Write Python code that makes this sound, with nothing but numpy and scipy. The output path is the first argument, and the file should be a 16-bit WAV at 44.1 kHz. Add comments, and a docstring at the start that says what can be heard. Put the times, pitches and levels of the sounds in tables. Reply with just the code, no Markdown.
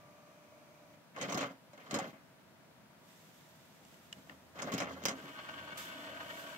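"""A small motor whines, cams clatter twice, a finger clicks a button, the cams run again and a geared tray whirs out.
It is a disc player on a wire shelf in a quiet room; a sleeve rustles, the treble hisses and a low hum wavers.
Cams and latches excite chassis resonances by drag and impact; the motor is a sum of commutator orders.
Gear teeth grind into the tray's resonances; rustle and room tone are coloured noise at two listening ports."""
import sys
import numpy as np
from scipy import signal
from scipy.fft import rfft, irfft, next_fast_len
from scipy.io import wavfile

SR = 44100
rng = np.random.default_rng(int(sys.argv[2]) if len(sys.argv) > 2 else 0)


def wav_out(sig):
    """Save sig, one row per channel (or a flat mono array), as 16-bit PCM at SR to the path in sys.argv[1]."""
    wavfile.write(sys.argv[1], SR, np.round(np.clip(np.atleast_2d(sig).T, -1, 1) * 32767).astype(np.int16))


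N = 289737  # samples
FAST = next_fast_len(N)  # transform length

# tray drive, relative levels: start_s, whir_db, gear_whine_db
TRAY_DRIVE = [(5.15, -61, -62), (5.2, -57.5, -62), (5.36, -53, -60), (5.52, -52, -57), (5.71, -52, -55.5),
              (5.85, -49.5, -57.5), (6.07, -52, -54), (6.52, -51.5, -55.5), (6.57, -52.5, -59.5)]


def mechanism():
    """Forced and struck vibration: drag and blows shake one chassis by register; struck parts ring in their modes."""
    # cam runs, and the finger on the front panel, dragging through the chassis; times sorted before use:
    # start_s, full_s, ease_s, over_s, rattle_db, case_boom_db, metal_sizzle_db (relative)
    drags = [(1.13, 1.206, 1.254, 1.27, -44.5, -45.5, -60), (1.253, 1.286, 1.397, 1.577, -44.5, -42.5, -55),
             (1.688, 1.91, 1.9, 1.88, -53, -58, -68.5), (1.887, 1.94, 2.082, 2.13, -44.5, -46, -59),
             (4.13, 4.17, 4.26, 4.23, -65, -62, -81), (4.265, 4.303, 4.305, 4.38, -55.5, -56, -69),
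             (4.538, 4.578, 4.822, 4.985, -46.5, -47.5, -60), (4.846, 4.96, 5.1, 5.156, -49.5, -49, -64),
             (5.103, 5.153, 5.28, 5.33, -54, -51, -68)]
    # cams, latches and the panel striking, relative levels:
    # start_s, clack_db, boom_db, sizzle_db, snap_db, struck_note_hz, note_db, ring_t60_s
    blows = [(0.938, -49, -68, -74, -80, 2080, -54, 0.049), (1.163, -34, -59, -60, -70, 1067, -31.5, 0.044),
             (1.213, -31.5, -50, -42.5, -62, 1970, -39, 0.066),
             (1.226, -41, -56, -43, -60, 559, -28, 0.062), (1.287, -38, -46, -64, -70, 628, -28, .055),
             (1.299, -43, -50, -53, -65, 665, -27, 0.077), (1.323, -31, -57, -41, -60, 1051, -17, 0.056),
             (1.345, -42, -32.5, -38.5, -57, 660, -46, 0.054),
             (1.375, -29.5, -41, -40, -46, 686, -41, 0.094), (1.407, -29, -45, -42.5, -64, 622, -27, 0.084),
             (1.428, -30, -42, -53, -66, 574, -25, 0.074), (1.733, -50, -61, -67, -75, 590.4, -31, 0.042),
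             (1.777, -45, -56, -61, -70, 1070, -43, 0.037), (1.863, -49, -67, -68, -68, 985, -46, .045),
             (1.91, -31.5, -53, -41, -62, 603, -34, 0.047), (1.93, -48, -33.5, -56, -62, 552, -36, 0.056),
             (1.942, -28.5, -32, -37, -47, 584, -26, 0.07), (1.961, -39, -38, -49, -64, 586, -33, 0.056),
             (1.988, -33.5, -52, -42, -62, 765, -20.5, 0.056), (2.053, -49, -62, -66, -67, 537, -50, 0.035),
             (2.13, -47, -53, -77, -76, 655, -43.5, 0.17), (4.168, -67, -55.5, -78, -84, 650, -62, 0.037),
             (4.302, -58, -52.5, -72, -80, 690, -56, .05), (4.557, -52, -55, -79, -75, 683, -52, .045),
             (4.59, -36, -46, -51, -70, 680, -48, 0.069), (4.62, -38, -58, -43, -68, 1130, -40, 0.081),
             (4.681, -39, -51, -66, -72, 688, -38, 0.09), (4.72, -34, -44, -45, -50, 1090, -26.5, 0.075),
             (4.738, -40, -29, -39.5, -48, 640, -44, 0.062), (4.78, -30.5, -42, -42, -45, 672, -42, 0.072),
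             (4.802, -26, -44, -44.5, -62, 743, -26, 0.062),
             (4.818, -34.5, -40.5, -49.5, -68, 790, -38, 0.13), (5.038, -39, -45, -45, -52, 537, -45, .025),
             (5.054, -21.5, -39, -29.5, -32, 634, -46, 0.061),
             (5.084, -26.5, -36, -35, -49, 620, -36, 0.061), (5.11, -43, -46, -50.5, -60, 555, -42, 0.081)]
    # chassis response: frequency_hz, density_db (per Hz)
    chassis = [(24, -54), (40, -46), (133, -10), (274, -4), (352, -8.5), (783, -1.5), (909, -11.5),
               (1110, -5), (1390, -5), (2130, -1.5), (3780, -18.5), (6390, -39.5), (9770, -36),
               (14600, -22.5), (15700, -29)]
    # chassis resonances: frequency_hz, width_hz, lift_db
    chassis_modes = [(171, 40, 2.5), (269.5, 19.5, 9.5), (541, 26, 5), (780, 25, -12.5), (1110, 60, 4),
                     (2101, 70, 7), (3140, 170, 5), (6630, 1400, 13)]
    # share of the drag in each register, low to high: level_db
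    drag_db = [-4.5, -5.5, -10, -0.5, -12.5]
    # chatter of a blow in each register, against its boom, clack, sizzle or snap: level_db
    chatter_db = [-13.0, -15, -13, -12, 2]
    # first impact above the chatter in each register: level_db
    impact_db = [36.0, 22.3, 17, 27.2, 13.6]
    # ring time of each register: multiple of the blow's t60
    lasting = [3, 2.56, 1.85, 1.016, 0.27]
    metal_rings_hz, ring_db, ring_width_hz = [4140, 5130, 5950, 6340, 6780], 5, 356
    note_lift_db, note_width_hz, note_impact_db = 15.5, 24, 15.5  # the impact is above the part's chatter
    blow_rise_s = 0.002
    rebound_s, rebound_db = 0.00963, -2.5  # the case thuds again as it settles on the shelf
    registers_hz = [(30, 357), (450, 1677), (1500, 3340), (4000, 8440), (9000, 17000)]

    t = np.arange(SR // 5) / SR
    notes, strikes = np.zeros((2, N)), np.zeros((5, N))
    drag = np.zeros((5, N))
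    for *times, rattle, boom, sizzle in drags:
        drag += from_db([[boom], [rattle], [rattle], [sizzle], [sizzle]]) * stroke(times)
    unsteady_db = [3.5 * drift(26) for register in registers_hz]
    force = drag * from_db(np.array(drag_db)[:, None] + unsteady_db)
    contacts = grit(4000, 2.16)
    # each blow wakes the metal rings unevenly
    uneven_db = 5.2 * rng.standard_normal((len(blows), len(metal_rings_hz)))
    for blow, rings_db in zip(blows, uneven_db):
        start_s, clack_db, boom_db, sizzle_db, snap_db, note_hz, note_db, t60_s = blow
        first = round(start_s * SR)
        span = slice(first, first + len(t))
        strength = from_db(np.add([boom_db, clack_db, clack_db, sizzle_db, snap_db], chatter_db))
        # one clean impact, then chatter that rises quickly and dies away
        strikes[:, first] = strength * from_db(impact_db)
        strikes[0, first + round(rebound_s * SR)] += strikes[0, first] * from_db(rebound_db)
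        # low registers last longer
        ring_s = max(t60_s, .005) * np.array(lasting)[:, None]
        fade = from_db(-60 * t / ring_s) * (1 - np.exp(-t / blow_rise_s))
        force[:, span] += strength[:, None] * fade
        chatter = contacts[:, span] * fade[3]
        chatter[0, 0] = from_db(note_impact_db)
        notes[:, span] += from_db(note_db + note_lift_db) * resonate(chatter, note_hz, note_width_hz)
        for hz, db in zip(metal_rings_hz, rings_db):
            notes[:, span] += from_db(sizzle_db + ring_db + db) * resonate(chatter, hz, ring_width_hz)

    # each register is scaled by the chassis's own response there
    unit = colour(rng.standard_normal((1, SR)), chassis, chassis_modes)
    drive = 0
    for push, strike, (low, high) in zip(force, strikes, registers_hz):
        narrowed = band(band(push * contacts + strike, low, high), low * 0.73, high * 1.25)
        drive = drive + narrowed / np.std(band(unit, low, high))
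    return notes + colour(drive, chassis, chassis_modes)


def tray():
    """Friction-driven resonance: gear teeth grind into modes that wax and wane; tight spots swell the whir."""
    # broad spectrum of the teeth: frequency_hz, density_db (per Hz)
    tray_colour = [(35, -46), (60, -17), (277, -3), (449, -2.5), (655, 12.5), (825, 3), (935, -1),
                   (1720, -6), (3030, -14.5), (3970, -18), (9000, -45), (11700, -56), (19800, -120)]
    # tray resonances: frequency_hz, width_hz, lift_db
    tray_modes = [(290, 15.5, 4.5), (632, 63, -8.5), (664, 18, -13), (942, 9.7, 10.5), (1120, 20, 3.5),
                  (1246, 17, 5.5), (1500, 40, 5), (1580, 27, 11), (1844, 32, 4.5), (2230, 28, 6.5),
                  (3004, 310, 10.5), (3230, 110, -7), (3430, 60, 8), (4300, 210, 5)]
    # tight spots of the rack passing the pinion: centre_s, level_db
    bumps = [(5.288, -56), (5.395, -48), (5.493, -47.5), (5.54, -56), (5.588, -50), (5.684, -56),
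             (6.047, -55), (6.099, -58.5), (6.21, -47), (6.308, -50.5)]
    bump_s = 0.0057  # Gaussian width
    drone_db, whir_lift_db, whine_lift_db = -4.5, 2, 5.5  # against the drive

    whir_db, whine_db = in_time(TRAY_DRIVE)
    t = np.arange(N) / SR
    swell = sum(from_db(db) * np.exp(-.5 * ((t - s) / bump_s) ** 2) for s, db in bumps)
    teeth = colour(grit(2500, 1.8), tray_colour)
    grind = teeth.copy()
    for hz, width, lift_db in tray_modes:
        waxing_db = 4.1 * drift(5.9) * min(1, 40 / width)  # broad modes vary less
        grind += from_db(lift_db + waxing_db) * resonate(teeth, hz, width)
    whir_gain = from_db(whir_db + whir_lift_db + 1.3 * drift(51)) + swell
    whir = whir_gain * rms_one(band(grind, 905, 8200))
    drone = from_db(whir_db + drone_db + 0.78 * drift(6.7)) * rms_one(band(grind, 85, 318))
    whine = from_db(whine_db + whine_lift_db) * rms_one(band(grind, 467, 800))
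    return drone + whine + whir


def gear_tones():
    """Gear-mesh tones: thin sines, each wavering in pitch and waxing on its own as the tray travels."""
    # mesh tones: pitch_hz, level_db (against the whir, at the tray's start), climb_db_per_s
    mesh = [(656, -17.5, 5), (961, -16, 3.0), (1130, -12.5, -1), (1490, -1, -2)]
    wax_db, wax_rate_hz = 3.5, 3.1

    travelled_s = np.arange(N) / SR - TRAY_DRIVE[0][0]
    tones = 0
    for hz, db, climb_db_per_s in mesh:
        gain = from_db(db + climb_db_per_s * travelled_s + wax_db * drift(wax_rate_hz))
        wavering_hz = hz * (1 + 0.00401 * drift(9.98))
        tones = tones + gain * np.sin(2 * np.pi * np.cumsum(wavering_hz) / SR)
    return from_db(in_time(TRAY_DRIVE)[0]) * tones * [[1], [0]]


def button():
    """Modal impact: each snap rings switch body, cap, spring and panel, every mode struck anew."""
    # button snaps, relative levels: start_s, switch_db, cap_db, spring_db, panel_thud_db
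    snaps = [(3.85, -58, -85, -60, -64), (3.942, -59, -63, -64, -64), (4.1268, -35.5, -50, -45, -67),
             (4.272, -65, -70, -63, -58), (4.2955, -46, -47, -61, -61)]
    # modes of each part: frequency_hz, level_db, t60_s
    switch_modes = [(2920, 2.5, 0.015), (3360, -5, 0.01), (4100, -7, .006)]
    cap_modes = [(1820, 10.5, 0.018), (2210, 10, 0.0082)]
    spring_modes = [(4930, 2.5, 0.0055), (5300, -3, 0.0055), (6460, 3, 0.0059), (7530, 6.5, 0.0066),
                    (9400, -17, .003), (13000, -6, .003)]
    panel_modes = [(272, -7, 0.053), (667, 6, 0.11), (1100, -15, .03)]

    rows, out = np.array(snaps), np.zeros((2, N))
    at = np.round(rows[:, 0] * SR).astype(int)
    for column, modes in enumerate([switch_modes, cap_modes, spring_modes, panel_modes], 1):
        for hz, db, t60_s in modes:
            clicks = np.full((2, N), 1e-18)
            # the contact bounces: delay in samples, level in dB
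            for after, bounce_db in (0, 0), (55, 0.5), (130, -2.0):
                signs = rng.choice([-1, 1], (len(at), 2)).T
                clicks[:, at + after] = from_db(rows[:, column] + db - 7.5 + bounce_db) * signs
            r, w = from_db(-60 / (t60_s * SR)), 2 * np.pi * hz / SR
            out += signal.lfilter([0, np.sin(w)], [1, -2 * r * np.cos(w), r * r], clicks)
    return out


def motor():
    """Commutator harmonics on a slightly wavering speed, over resonant brush noise."""
    # commutator orders: multiple, level_db (relative)
    orders = [(1, -8), (2, -0.5), (5, -33.5), (8, -26)]
    # brush resonances: frequency_hz, width_hz, lift_db
    brush_modes = [(646, 144, 15.5), (1180, 290, 9), (2360, 420, 12.5), (6400, 540, 8.5)]
    # brush spectrum: frequency_hz, density_db (per Hz)
    brush_colour = [(100, -13), (500, 0.5), (3000, -12), (9000, -19.5)]
    # commutator pitch; after switch-off it sags and fades
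    running_hz, off_s, sag_hz_per_s, coast_db_per_s = 296.4, .935, 55, 124
    tone_db, brush_db, brush_coast_db_per_s = -64, -66.5, 220
    # upper tones fade as it runs
    fourth_db, fourth_fade_db_per_s = -65.5, 20
    sideband_order, sideband_db, sideband_fade_db_per_s = 3.84, -71, 8

    t = np.arange(N) / SR
    coasting_s = np.maximum(t - off_s, 0)
    pitch_hz = running_hz - sag_hz_per_s * np.minimum(coasting_s, 1)
    phase = 2 * np.pi * np.cumsum(pitch_hz * (1 + 0.0014 * drift(6.4))) / SR
    tone = sum(from_db(tone_db + db + 1.0 * drift(5.3)) * np.sin(k * phase) for k, db in orders)
    brushes = rms_one(colour(rng.standard_normal((2, N)), brush_colour, brush_modes))
    fourth = from_db(fourth_db - fourth_fade_db_per_s * t) * np.sin(4 * phase)
    sideband = from_db(sideband_db - sideband_fade_db_per_s * t) * np.sin(sideband_order * phase)
    tones = from_db(-coast_db_per_s * coasting_s) * (tone + fourth + sideband) * [[1], [0]]
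    return tones + from_db(brush_db - brush_coast_db_per_s * coasting_s) * brushes


def rustle():
    """Friction noise: dense fine contacts hiss, unrelated at the two ports."""
    # cloth and sliding hiss; times sorted before use:
    # start_s, full_s, ease_s, over_s, level_db, left_right_db
    rubs = [(2.94, 3.217, 3.1, 5.5, -65.5, -2.5), (3.8, 3.87, 4.2, 4.56, -76.5, -2),
            (5.13, 5.154, 6.2, 6.6, -65, -2), (5.782, 5.776, 5.77, 5.92, -46, -1),
            (5.862, 5.89, 5.96, 6.22, -66.5, -5), (6.12, 6.4, 6.42, 6.78, -56, -2)]
    # hiss spectrum: frequency_hz, density_db (per Hz)
    hiss_colour = [(880, -26), (1500, -15.5), (1720, -12), (3100, -11.5), (3600, -9), (4010, -15),
                   (7440, -13.5), (9990, -21.5), (13500, -15.5), (15700, -21.5)]

    level = 0
    for *times, db, pan_db in rubs:
        level = level + from_db(db + pan_db * np.array([[.5], [-.5]])) * stroke(times)
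    hiss = rms_one(colour(grit(12000, 2.6), hiss_colour))
    return level * from_db(0.81 * drift(31)) * hiss


def room():
    """Partly coherent noise, most alike in the bass, with thin steady tones and a wavering hum."""
    # room spectrum: frequency_hz, density_db (per Hz, relative)
    room_tone = [(15, -71), (25, -24), (53, -35), (75, -13.5), (156, -1), (241, -5), (380, -10.5),
                 (435, -12.5), (618, -7.5), (854, -13), (926, -13.5), (1180, -13.5), (1460, -14),
                 (2510, -19), (9000, -30.5), (15700, -31)]
    # room level: time_s, level_db
    room_level = [(0.0, -62), (6.57, -60)]
    # left-right correlation: frequency_hz, likeness
    likeness = [(60, 0.72), (180, 0.81), (550, 0.48), (1650, 0.13), (4970, -0.3), (15000, 0.089)]
    # left-right balance: frequency_hz, left_right_db
    room_balance = [(60, -0.5), (180, 1.5), (550, -1), (1650, 4), (4970, -2), (15000, 1.5)]
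    # steady tones: pitch_hz, level_db (nominal rms)
    steady_tones = [(646, -78), (904, -82), (970, -79)]
    # hum level: time_s, level_db (rms)
    hum_level = [(3.8, -83), (4.6, -73), (4.94, -62), (5.36, -81), (5.64, -66.5), (5.8, -79), (6.0, -85),
                 (6.12, -70), (6.3, -71.5), (6.57, -89)]
    hum_start_hz, hum_climb_hz_per_s = 76.5, 6.3  # pitch where it sets in, and its climb

    hz, t = np.fft.rfftfreq(FAST, 1 / SR), np.arange(N) / SR
    mid, side = rfft(rng.standard_normal((2, FAST))) * from_db(at_hz(room_tone, hz))
    alike = np.clip(at_hz(likeness, hz), -1, 1)
    half = from_db(at_hz(room_balance, hz) / 2)
    pair = np.sqrt(1 + alike) * mid + np.sqrt(1 - alike) * side * [[1], [-1]]
    air = irfft(pair * [half, 1 / half], FAST)[:, :N]
    tones = 0
    for tone_hz, db in steady_tones:
        tones = tones + np.sqrt(2) * from_db(db + 1.0 * drift(0.33)) * np.sin(2 * np.pi * tone_hz * t)
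    hum_hz = hum_start_hz + hum_climb_hz_per_s * (t - hum_level[0][0])
    hum_gain = np.sqrt(2) * from_db(in_time(hum_level)[0])
    hum = hum_gain * np.sin(2 * np.pi * np.cumsum(hum_hz) / SR)
    return from_db(in_time(room_level)[0]) * rms_one(air) + tones + hum


def at_ports(pair, balance):
    """Interaural-style delay and decorrelation: the left is late in the treble; a second stream parts the ports."""
    left_lag_s, lag_from_hz = 0.000371, 1190
    own_from_hz, own_db = 900, -4
    echo_low_hz, echo_t60_s, echo_db = 500, .12, -17

    hz = np.fft.rfftfreq(FAST, 1 / SR)
    shared, own = rfft(pair, FAST)
    # the second stream comes from other panels
    own = own * from_db(own_db) / np.sqrt(1 + (own_from_hz / (hz + 1)) ** 2)
    late = np.exp(-2j * np.pi * left_lag_s * hz / (1 + (lag_from_hz / (hz + 1)) ** 4))
    # shelf and walls return a short diffuse tail
    t = np.arange(SR // 5) / SR
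    echo = rng.standard_normal((2, len(t))) * from_db(-60 * t / echo_t60_s) * (t > .002)
    echo = echo / np.sqrt(np.sum(echo ** 2) / 2)
    echo = signal.sosfilt(signal.butter(1, echo_low_hz, "high", fs=SR, output="sos"), echo)
    wet = shared * rfft(echo, FAST) * from_db(echo_db)
    direct = np.array([(shared + own) * late, shared - own])
    half = from_db(at_hz(balance, hz) / 2)
    return irfft((direct + wet) * [half, 1 / half], FAST)[:, :N]


def grit(per_s, uneven_db):
    """Random impulse train: two unrelated streams of dense contacts of uneven size; rms 1."""
    sizes = from_db(uneven_db * np.minimum(rng.exponential(1, (2, N)), 4))
    signed = sizes * rng.choice([-1, 1], (2, N))
    return rms_one(signed * (rng.random((2, N)) < per_s / SR))


def resonate(x, hz, width):
    """Two-pole resonance, gain 1 on top."""
    r = np.exp(-np.pi * width / SR)
    poles = [1, -2 * r * np.cos(2 * np.pi * hz / SR), r * r]
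    return signal.lfilter((1 - r * r) / 2 * np.array([1, 0, -1]), poles, x)


def colour(x, spectrum, modes=()):
    """Causal (minimum-phase) filter by the cepstrum: a broad spectrum lifted at each resonance."""
    hz = np.fft.rfftfreq(8192, 1 / SR)
    db = at_hz(spectrum, hz)
    for f, width, lift_db in modes:
        db = db + lift_db / (1 + (2 * (hz - f) / width) ** 2)
    cepstrum = irfft(db * np.log(10) / 20)
    # fold the negative-time half onto the positive
    cepstrum[1:4096] *= 2
    cepstrum[4097:] = 0
    response = irfft(np.exp(rfft(cepstrum)))
    return signal.fftconvolve(x, response[None], axes=1)[:, :N]


def band(x, low_hz, high_hz):
    """Butterworth band-pass."""
    return signal.sosfilt(signal.butter(2, [low_hz, high_hz], "band", fs=SR, output="sos"), x)


def drift(rate):
    """Low-passed noise: slow chance of spread 1, drawn at every 32nd sample and run in."""
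    r = np.exp(-64 * np.pi * rate / SR)
    draws = rng.standard_normal(N // 32 + 1502)
    slow = signal.lfilter([1], [1, -2 * r, r * r], draws)[1500:]
    return np.interp(np.arange(N) / 32, np.arange(len(slow)), rms_one(slow))


def stroke(times):
    """Envelope that rises, holds and falls at four sorted times in s."""
    ramp = np.interp(np.arange(N) / SR, np.sort(times), [0, 1, 1, 0])
    return ramp ** 1.37  # above 1, starts and ends taper softly


def in_time(table):
    """Linear interpolation of each level column; silent (-150 dB) outside the table's span."""
    t, columns = np.arange(N) / SR, np.transpose(table)
    return [np.interp(t, columns[0], levels, -150, -150) for levels in columns[1:]]


def at_hz(points, hz):
    """A spectrum table read on a log-frequency axis."""
    table = np.array(points)
    return np.interp(np.log(hz + 1), np.log(table[:, 0]), table[:, 1])


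def from_db(db):
    """Amplitude gain of a level in dB."""
    return 10 ** (np.asarray(db) / 20)


def rms_one(x):
    """Power normalisation: scaled to rms 1."""
    return x / np.sqrt(np.mean(x ** 2) + 1e-20)


def scene():
    """Superposition: the player heard through both ports, over rustle and room."""
    # left-right balance of chassis and of tray: frequency_hz, left_right_db
    chassis_balance = [(60, 3), (99, -1), (160, 0), (270, -0.5), (450, -2.5), (740, 1.5), (1220, -0.5),
                       (2010, 2.5), (3330, 3.5), (5500, -14.5), (9080, -3.5), (15000, -5)]
    tray_balance = [(60, -3), (110, 2), (200, 0.5), (380, 0.5), (700, 0), (1290, -2.5), (2380, 9.5),
                    (4400, -4.5), (8120, -39), (15000, 36)]
    player = at_ports(mechanism() + button() + motor(), chassis_balance)
    moving_tray = at_ports(tray() + gear_tones(), tray_balance)
    return player + moving_tray + rustle() + room()


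def record(dry):
    """Elliptic low-pass: the top is cut above 15750 Hz."""
    return signal.sosfilt(signal.ellip(12, .3, 60, 15750, fs=SR, output="sos"), dry)


dry = scene()
out = record(dry)
wav_out(out)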